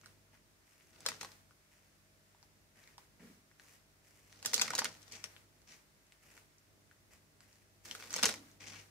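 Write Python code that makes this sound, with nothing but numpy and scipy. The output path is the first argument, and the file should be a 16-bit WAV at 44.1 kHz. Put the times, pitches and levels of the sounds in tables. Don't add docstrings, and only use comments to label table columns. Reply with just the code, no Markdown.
import sys
import numpy as np
from scipy import signal
from scipy.fft import rfft, irfft
from scipy.io import wavfile
from scipy.ndimage import uniform_filter1d

SR = 44100
rng = np.random.default_rng(int(sys.argv[2]) if len(sys.argv) > 2 else 0)


def undo_db(level):
    steps = np.asarray(level, float) / 20
    return 10 ** steps


def transcribe(signal):
    frames = np.atleast_2d(signal).T
    limited = np.clip(frames, -1, 1)
    pcm = np.round(limited * 32767).astype(np.int16)
    wavfile.write(sys.argv[1], SR, pcm)


N = 392490
T = np.arange(N) / SR

# time in seconds, level at twice the mains in dB.
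GATE_LEVEL = [(0.0, -78), (0.07, -74), (0.69, -84.5), (1.14, -69), (1.76, -84), (2.08, -78), (2.77, -80.5),
              (3.27, -74), (3.79, -83), (4.46, -72), (5.28, -71), (6.07, -86), (6.29, -78), (7.11, -78.5),
              (8.38, -67.5), (8.45, -71), (8.78, -65.5), (8.9, -76)]
# multiple of the mains frequency, level in dB.
HUM_PARTIALS = [(1, -3.5), (2, 0), (3, -5.5), (4, -8), (5, -16.5), (6, -10), (7, -12.5), (8, -12.5),
                (12, -12), (13, -11)]
# frequency in Hz, density in dB per Hz.
ROOM_COLOUR = [(18, -22), (30, -2), (48, -16.5), (86, -5.5), (161, -9.5), (540, -14.5), (649, -17),
               (866, -16.5), (2060, -15.5), (3220, -21), (5590, -19.5), (14800, -27), (16000, -27.5)]
# frequency in Hz, left minus right in dB.
PORT_LEAN = [(60, -7), (110, 0), (200, 3), (380, 15), (700, 4), (1290, 0.5), (2380, 10.5), (4400, 8.5),
             (8120, -4.5), (15000, -23.5)]
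# frequency in Hz, density in dB per Hz.
SLEEVE_COLOUR = [(290, -27), (500, -16), (1350, -3), (1960, 4), (2900, -3), (3900, -17.5), (4670, -8),
                 (6120, -4.5), (15000, -16.5)]
# frequency in Hz, density in dB per Hz.
PAPER_COLOUR = [(290, -51), (500, -25), (800, -6.5), (1160, -8), (2230, 2), (3770, -9.5), (4230, -6.5),
                (5860, -0.5), (14000, -29.5), (15000, -32)]
# frequency in Hz, density in dB per Hz.
FILM_COLOUR = [(59, -36), (100, -12.5), (229, -12), (365, -24), (481, 6.5), (768, -11.5), (891, 2),
               (1170, -3), (1390, 4), (2860, -2.5), (5650, 2.5), (12900, -17), (16000, -22)]
# start in seconds, hold in seconds, dull level in dB,
# change over the hold in dB, bright minus dull in dB.
SLEEVE_SWISHES = [(0.04, 0.029, -66.5, -6, -8.5), (0.335, 0.038, -68, -6, -9),
                  (0.675, 0.39, -79.5, -3, 6.5), (1.72, 0.26, -78, -10, 4.5), (2.765, .17, -69, -8, -2),
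                  (3.2, 0.09, -66, -8, -18), (3.595, 0.15, -82, 9, 8), (4.045, 0.28, -79.5, 0.5, 7),
                  (6.23, 0.15, -74, 6, 2), (7.12, 0.027, -70, -2.5, 3.5), (7.42, 0.21, -78.5, -5.5, 6),
                  (7.852, .24, -74, -3, 16)]
# time in seconds, peak in dB, pitch in Hz, 60 dB decay in seconds.
WORKTOP_BUMPS = [
    (3.197, -54, 231, 0.64),
    (3.21, -57, 456, 0.39),
    (3.288, -57, 258, .1),
    (8.23, -37.5, 237, 0.095),
    (8.241, -48.5, 69, 0.23),
    (8.253, -40.5, 471, 0.11),
    (8.36, -56, 288, 0.5),
]
# start in seconds, hold in seconds, dull level in dB,
# change over the hold in dB, bright minus dull in dB.
PAPER_DRAGS = [
    (5.12, 0.037, -55, -3, 8.5),
    (5.17, 0.091, -64, 0, 2),
    (5.675, 0.059, -68.5, 2.5, 8.5),
    (8.605, 0.075, -55, 0.5, -1),
    (8.67, 0.02, -54, 1, 6),
    (8.72, 0.076, -54.5, -1, 0),
]
# start in seconds, hold in seconds, dull creases in dB,
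# change over the hold in dB, bright minus dull in dB.
FILM_CRUMPLES = [(0.93, 0.16, -74, 9.5, -1), (1.065, 0.091, -57.5, -7.5, 4.5), (1.21, .07, -57, -10, 2),
                 (4.3, 0.17, -77.5, 4.5, 5.5), (4.45, .08, -57, -7.5, 9), (4.535, .08, -55, 0, 5),
                 (4.615, 0.081, -49, -12, 4.5), (4.7, .15, -55, 4, -4), (4.86, 0.1, -64.5, -4, 4.5),
                 (5.0, 0.1, -78.5, 9, 1.5), (5.245, .04, -66, -10, -6), (7.853, 0.065, -64.5, 1.5, 2),
                 (7.92, .18, -63, -1.5, 1), (8.104, 0.059, -62.5, 8, 6), (8.175, 0.092, -52.5, -4, 3.5),
                 (8.25, 0.06, -50.5, -2, 8)]
# time in seconds, peak in dB, ringing in Hz, dull part in dB.
LONE_TICKS = [(0.0136, -50, 1260, -65), (0.0347, -70, 1440, -61), (0.0597, -41, 1330, -51.5),
              (0.351, -69, 1680, -64), (0.809, -71, 2300, -60), (1.509, -66, 1390, -58),
              (2.3472, -74, 840, -60.5), (2.4282, -48.5, 910, -61.5), (2.839, -57, 3750, -72),
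              (2.8749, -48, 1950, -50.5), (2.9807, -43, 940, -46.5), (3.514, -73, 1980, -60),
              (3.5973, -54, 1880, -50), (4.327, -45.5, 2030, -56), (5.3646, -56, 2570, -49.5),
              (5.6181, -54, 1877, -72), (5.689, -66, 2620, -65), (5.9489, -61.5, 2050, -82),
              (6.0681, -62, 7390, -84), (6.122, -50, 2350, -54.5), (6.3768, -52, 2000, -55),
              (6.5834, -57, 6420, -78), (6.9124, -64, 1600, -56.5), (7.4057, -48.5, 1320, -59),
              (7.5288, -56, 5540, -75.5), (7.5565, -55, 6300, -68), (8.5145, -57, 6500, -75),
              (8.74, -60, 1300, -52), (8.7994, -46, 2420, -59), (8.8344, -58, 1880, -76)]
# time in seconds, peak in dB, ringing in Hz, dull part in dB.
DRY_SNAPS = [
    (4.596, -24, 4900, -29.5),
    (4.5794, -25, 4400, -32),
    (5.2405, -28, 5800, -35),
    (7.9117, -30.5, 3140, -44),
    (8.14, -26, 6300, -32.5),
]
# time in seconds, peak in dB, ringing in Hz, dull part in dB.
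FIRST_BUCKLES = [
    (1.005, -48, 5830, -65),
    (1.0555, -47, 1460, -41),
    (1.062, -23, 4750, -28),
    (1.0866, -27.5, 1500, -31),
    (1.117, -46, 1450, -41),
    (1.2108, -34, 5060, -39),
    (1.2299, -36.5, 990, -39.5),
    (1.2464, -41, 880, -39),
    (1.3174, -51, 5100, -59),
]
SECOND_BUCKLES = [(4.4266, -42.5, 5620, -45.5), (4.4488, -50, 1850, -40), (4.4585, -21.5, 5730, -31),
                  (4.4747, -39, 4880, -45), (4.5327, -26, 2020, -29), (4.5416, -16.5, 4300, -36),
                  (4.5624, -28, 4100, -53), (4.6135, -21.5, 2400, -26), (4.6175, -19, 6300, -25.5),
                  (4.679, -39, 2240, -32.5), (4.7044, -30.5, 1560, -30.5), (4.7341, -36, 815, -31.5),
                  (4.7511, -25, 6360, -32.5), (4.7623, -51, 1660, -41), (4.7797, -28, 5900, -36),
                  (4.786, -26.5, 1900, -30.5), (4.7905, -22, 5700, -25.5), (4.818, -43, 950, -31.5),
                  (4.8442, -26, 5600, -31), (4.8536, -33.5, 5430, -28)]
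RELEASE_BUCKLES = [
    (4.8895, -47, 5360, -51),
    (5.018, -53, 5540, -70),
    (5.0285, -51.5, 5670, -56.5),
    (5.0793, -50, 5630, -60),
    (5.1217, -40.5, 5800, -69),
    (5.2574, -50, 1960, -51),
]
THIRD_BUCKLES = [(7.8544, -49, 5070, -49), (7.95, -42, 1510, -40.5), (7.9985, -53, 1430, -45),
                 (8.024, -52, 2280, -43.5), (8.0385, -46, 1550, -43.5), (8.106, -37, 5700, -48),
                 (8.1281, -33, 1780, -40), (8.1625, -25.5, 2110, -31), (8.1884, -37, 1340, -36),
                 (8.2285, -21, 5900, -27), (8.232, -17.5, 5600, -21.5), (8.241, -23, 3980, -22.5),
                 (8.2547, -15, 6100, -25), (8.2635, -29, 5350, -24), (8.2824, -31, 1400, -41),
                 (8.2897, -25, 6500, -30), (8.3398, -39, 2100, -40)]

MAINS_HZ = 49.95
BODY_HZ, DULL_HZ, BRIGHT_HZ = (130, 800), (600, 3400), (3400, 17000)
SNAP_HZ, AIR_HZ = (3600, 9000), (9000, 17000)


def unit(x):
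    return x / np.sqrt(np.mean(x ** 2))


def peak(x):
    return x / np.max(np.abs(x))


def band(x, edges_hz):
    return signal.sosfilt(signal.butter(2, edges_hz, "bandpass", fs=SR, output="sos"), x)


def lowpass(x, order, hz):
    return signal.sosfilt(signal.butter(order, hz, fs=SR, output="sos"), x)


def read_curve(rows):
    hz, db = np.array(rows).T
    return np.interp(np.log(np.arange(1, 1026) * SR / 2048), np.log(hz), db)


def colour(x, table, sides=0):
    db = read_curve(table) + sides * np.array([[0.5], [-0.5]]) * read_curve(PORT_LEAN)
    cepstrum = irfft(db * np.log(10) / 20)
    cepstrum[:, 1:1024] *= 2
    cepstrum[:, 1025:] = 0
    response = irfft(np.exp(rfft(cepstrum)))
    return signal.fftconvolve(x, response, axes=1)[:, :N]


def walk(rate):
    k = int(SR / rate)
    steps = np.repeat(rng.standard_normal(N // k + 1), k)
    return unit(uniform_filter1d(uniform_filter1d(steps, k), k)[:N])


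def motor_hum(gate_db):
    hum = 0
    for k, db in HUM_PARTIALS:
        lag_db = 0 if k == 2 else 0.75 * (-76.5 - gate_db)
        level = undo_db(db + 1.7 * walk(5) + lag_db)
        hum = hum + level * np.sin(2 * np.pi * (k * MAINS_HZ * T + rng.random()))
    return np.sqrt(2) * undo_db(gate_db) * hum


def room_tone(gate_db, action):
    tone = undo_db(-69) * unit(colour(rng.standard_normal((2, N)), ROOM_COLOUR))
    low = lowpass(tone, 2, 900)
    middle = low.mean(axis=0)
    bass = middle + low * 0 + 0.38 * (low - middle) + 0.62 * (low - low) + (low - low.mean(axis=0)) * 0.62
    bass = low + 0.38 * (middle - low)
    hold = np.exp(-1 / (0.03 * SR))
    power = signal.lfilter([1 - hold], [1, -hold], np.mean(action ** 2, axis=0))
    action_db = 10 * np.log10(power + 1e-12)
    hiss_db = 7 * np.clip((action_db + 72) / 16, 0, 1) + 0.3 * walk(4)
    bass_db = 0.4 * (gate_db + 86) + 1.2 * walk(8.4)
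    return bass * undo_db(bass_db) + (tone - low) * undo_db(hiss_db)


def background(action):
    gate_db = np.interp(T, *np.transpose(GATE_LEVEL))
    return motor_hum(gate_db) + room_tone(gate_db, action)


def kitchen(x, near_s=0.076, near_db=-7, far_s=0.28, far_db=-15):
    t = np.arange(SR // 2) / SR
    own, both = rng.standard_normal((2, 2, len(t))), rng.standard_normal((2, 1, len(t)))
    near, far = own + lowpass(both - own, 1, 700)
    far = signal.lfilter([0.6], [1, -0.4], far)

    def decay(noise, t60):
        fade = np.exp(-np.log(1000) * t / t60) * np.clip(t / 0.0033, 0, 1)
        return unit(noise * fade) / np.sqrt(len(t))

    echo = undo_db(near_db) * decay(near, near_s) + undo_db(far_db) * decay(far, far_s)
    return x + signal.fftconvolve(x, echo, axes=1)[:, :N]


def bumps():
    out, t = np.zeros(N + 20000), np.arange(20000) / SR
    for s, peak_db, hz, t60 in WORKTOP_BUMPS:
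        fade = np.exp(-np.log(1000) * t / t60) * (1 - np.exp(-t / 0.0008))
        rumble = band(fade * rng.standard_normal(len(t)), (0.79 * hz, 1.106 * hz))
        out[int(s * SR):][:len(t)] += undo_db(peak_db) * peak(rumble)
    return out[:N]


def gains(rows, attack_s, release_db_s, body_db, body_release_db_s):
    out = np.zeros((3, N))
    for s, hold_s, db, change_db, bright_db in rows:
        span = slice(max(int((s - 0.1) * SR), 0), int((s + 1) * SR))
        t = T[span] - s
        held = db + change_db * np.clip(t / hold_s, 0, 1)
        after = np.maximum(t - hold_s, 0)
        rise = np.clip(t / attack_s + 1, 0, 1) ** 2
        dull = held - release_db_s * after
        bright = dull + bright_db
        body = held + body_db + max(bright_db, 0) / 2 - body_release_db_s * after
        out[:, span] = np.maximum(out[:, span], rise * undo_db(np.array([dull, bright, body])))
    return out


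def creases(rate, spread_db, shared):
    size = undo_db(abs(spread_db) * np.minimum(rng.exponential(size=N), 3))
    hit = (rng.random(N) < rate / SR) * size
    puff = signal.lfilter([1], [1, -0.97], hit)
    return puff * (shared * rng.standard_normal(N) + rng.standard_normal((2, N)))


def bed(levels, table, rate, spread_db, shared, lean):
    dull, bright, body = levels
    grain = colour(creases(rate, spread_db, shared), table, sides=lean)
    low = 2.7 * rng.standard_normal(N) + rng.standard_normal((2, N))
    boom = unit(unit(band(low, BODY_HZ)) + 0.25 * unit(band(low, (210, 250))))
    return dull * unit(band(grain, DULL_HZ)) - bright * unit(band(grain, BRIGHT_HZ)) + body * boom


def sleeve_swish():
    levels = gains(SLEEVE_SWISHES, attack_s=0.022, release_db_s=350, body_db=-4, body_release_db_s=150)
    return bed(levels, SLEEVE_COLOUR, rate=4000, spread_db=8.5, shared=0.95, lean=0.43)


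def paper_drag():
    levels = gains(PAPER_DRAGS, attack_s=0.013, release_db_s=306, body_db=-6.5, body_release_db_s=200)
    return undo_db(-5) * bed(levels, PAPER_COLOUR, rate=2200, spread_db=-1, shared=0.92, lean=0.54)


def film_crumple():
    levels = gains(FILM_CRUMPLES, attack_s=0.0072, release_db_s=304, body_db=-3, body_release_db_s=165)
    return bed(levels, FILM_COLOUR, rate=1500, spread_db=5, shared=0.59, lean=0.24)


def cracks(table, full_ms, side_db, ring_db, width, air_db, lag):
    out, t = np.zeros((2, N + 2048)), np.arange(1500) / SR
    for s, peak_db, hz, dull_db in table:
        ms = max(full_ms * (1 + 0.008 * peak_db), 0.1)
        pan_db = side_db + 1.5 * rng.standard_normal()
        fade = np.exp(-t * 1000 / ms) * np.clip(t * 1000 / (0.16 * ms), 0, 1)
        burst = rng.standard_normal((3, len(t))) * fade
        ring_level = undo_db(ring_db) * undo_db(peak_db if hz > 3000 else dull_db)
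        ring = peak(band(burst[0], (hz * (1 - width), hz * (1 + width)))) * ring_level
        bright = peak(band(burst[1], SNAP_HZ)) * undo_db(peak_db)
        air = peak(band(burst[1] * np.exp(-t / 0.0034), AIR_HZ)) * undo_db(peak_db + air_db)
        dull = peak(band(burst[2], DULL_HZ)) * undo_db(dull_db)
        sound = dull - bright + air + ring
        start, late = int(s * SR), int(rng.integers(-lag, lag + 1))
        for side, sign in enumerate((1, -1)):
            at = start + max(sign * late, 0)
            out[side, at:at + len(t)] += sound * undo_db(sign * pan_db / 2)
    return out[:, :N]


def film_buckles():
    ticks = cracks(LONE_TICKS, 0.75, -0.32, ring_db=0, width=0.17, air_db=-16, lag=3.5)
    snaps = cracks(DRY_SNAPS, 1.2, 1.5, ring_db=-2.5, width=0.14, air_db=-11, lag=4.5)
    squeezes = [(FIRST_BUCKLES, 0.3), (SECOND_BUCKLES, -2.5), (RELEASE_BUCKLES, 7), (THIRD_BUCKLES, -1.5)]
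    bag = sum(cracks(rows, 3.6, side_db, ring_db=-4.5, width=0.21, air_db=-2.5, lag=6)
              for rows, side_db in squeezes)
    softened = [(hz, 0.63 * db) for hz, db in FILM_COLOUR]
    return undo_db(2.5) * colour(bag + ticks + snaps, softened, sides=0.47)


def scene():
    action = kitchen(film_buckles() + film_crumple() + paper_drag() + bumps()) + sleeve_swish()
    return action + background(action)


def top_cut(x):
    return signal.sosfilt(signal.butter(12, 16520, fs=SR, output="sos"), x)


def record(dry):
    mix = signal.sosfilt(signal.butter(3, 45, "highpass", fs=SR, output="sos"), dry)
    mix = signal.sosfilt(signal.ellip(6, 0.3, 24, 15600, fs=SR, output="sos"), mix)
    return top_cut(mix)


dry = scene()
out = record(dry)
transcribe(out)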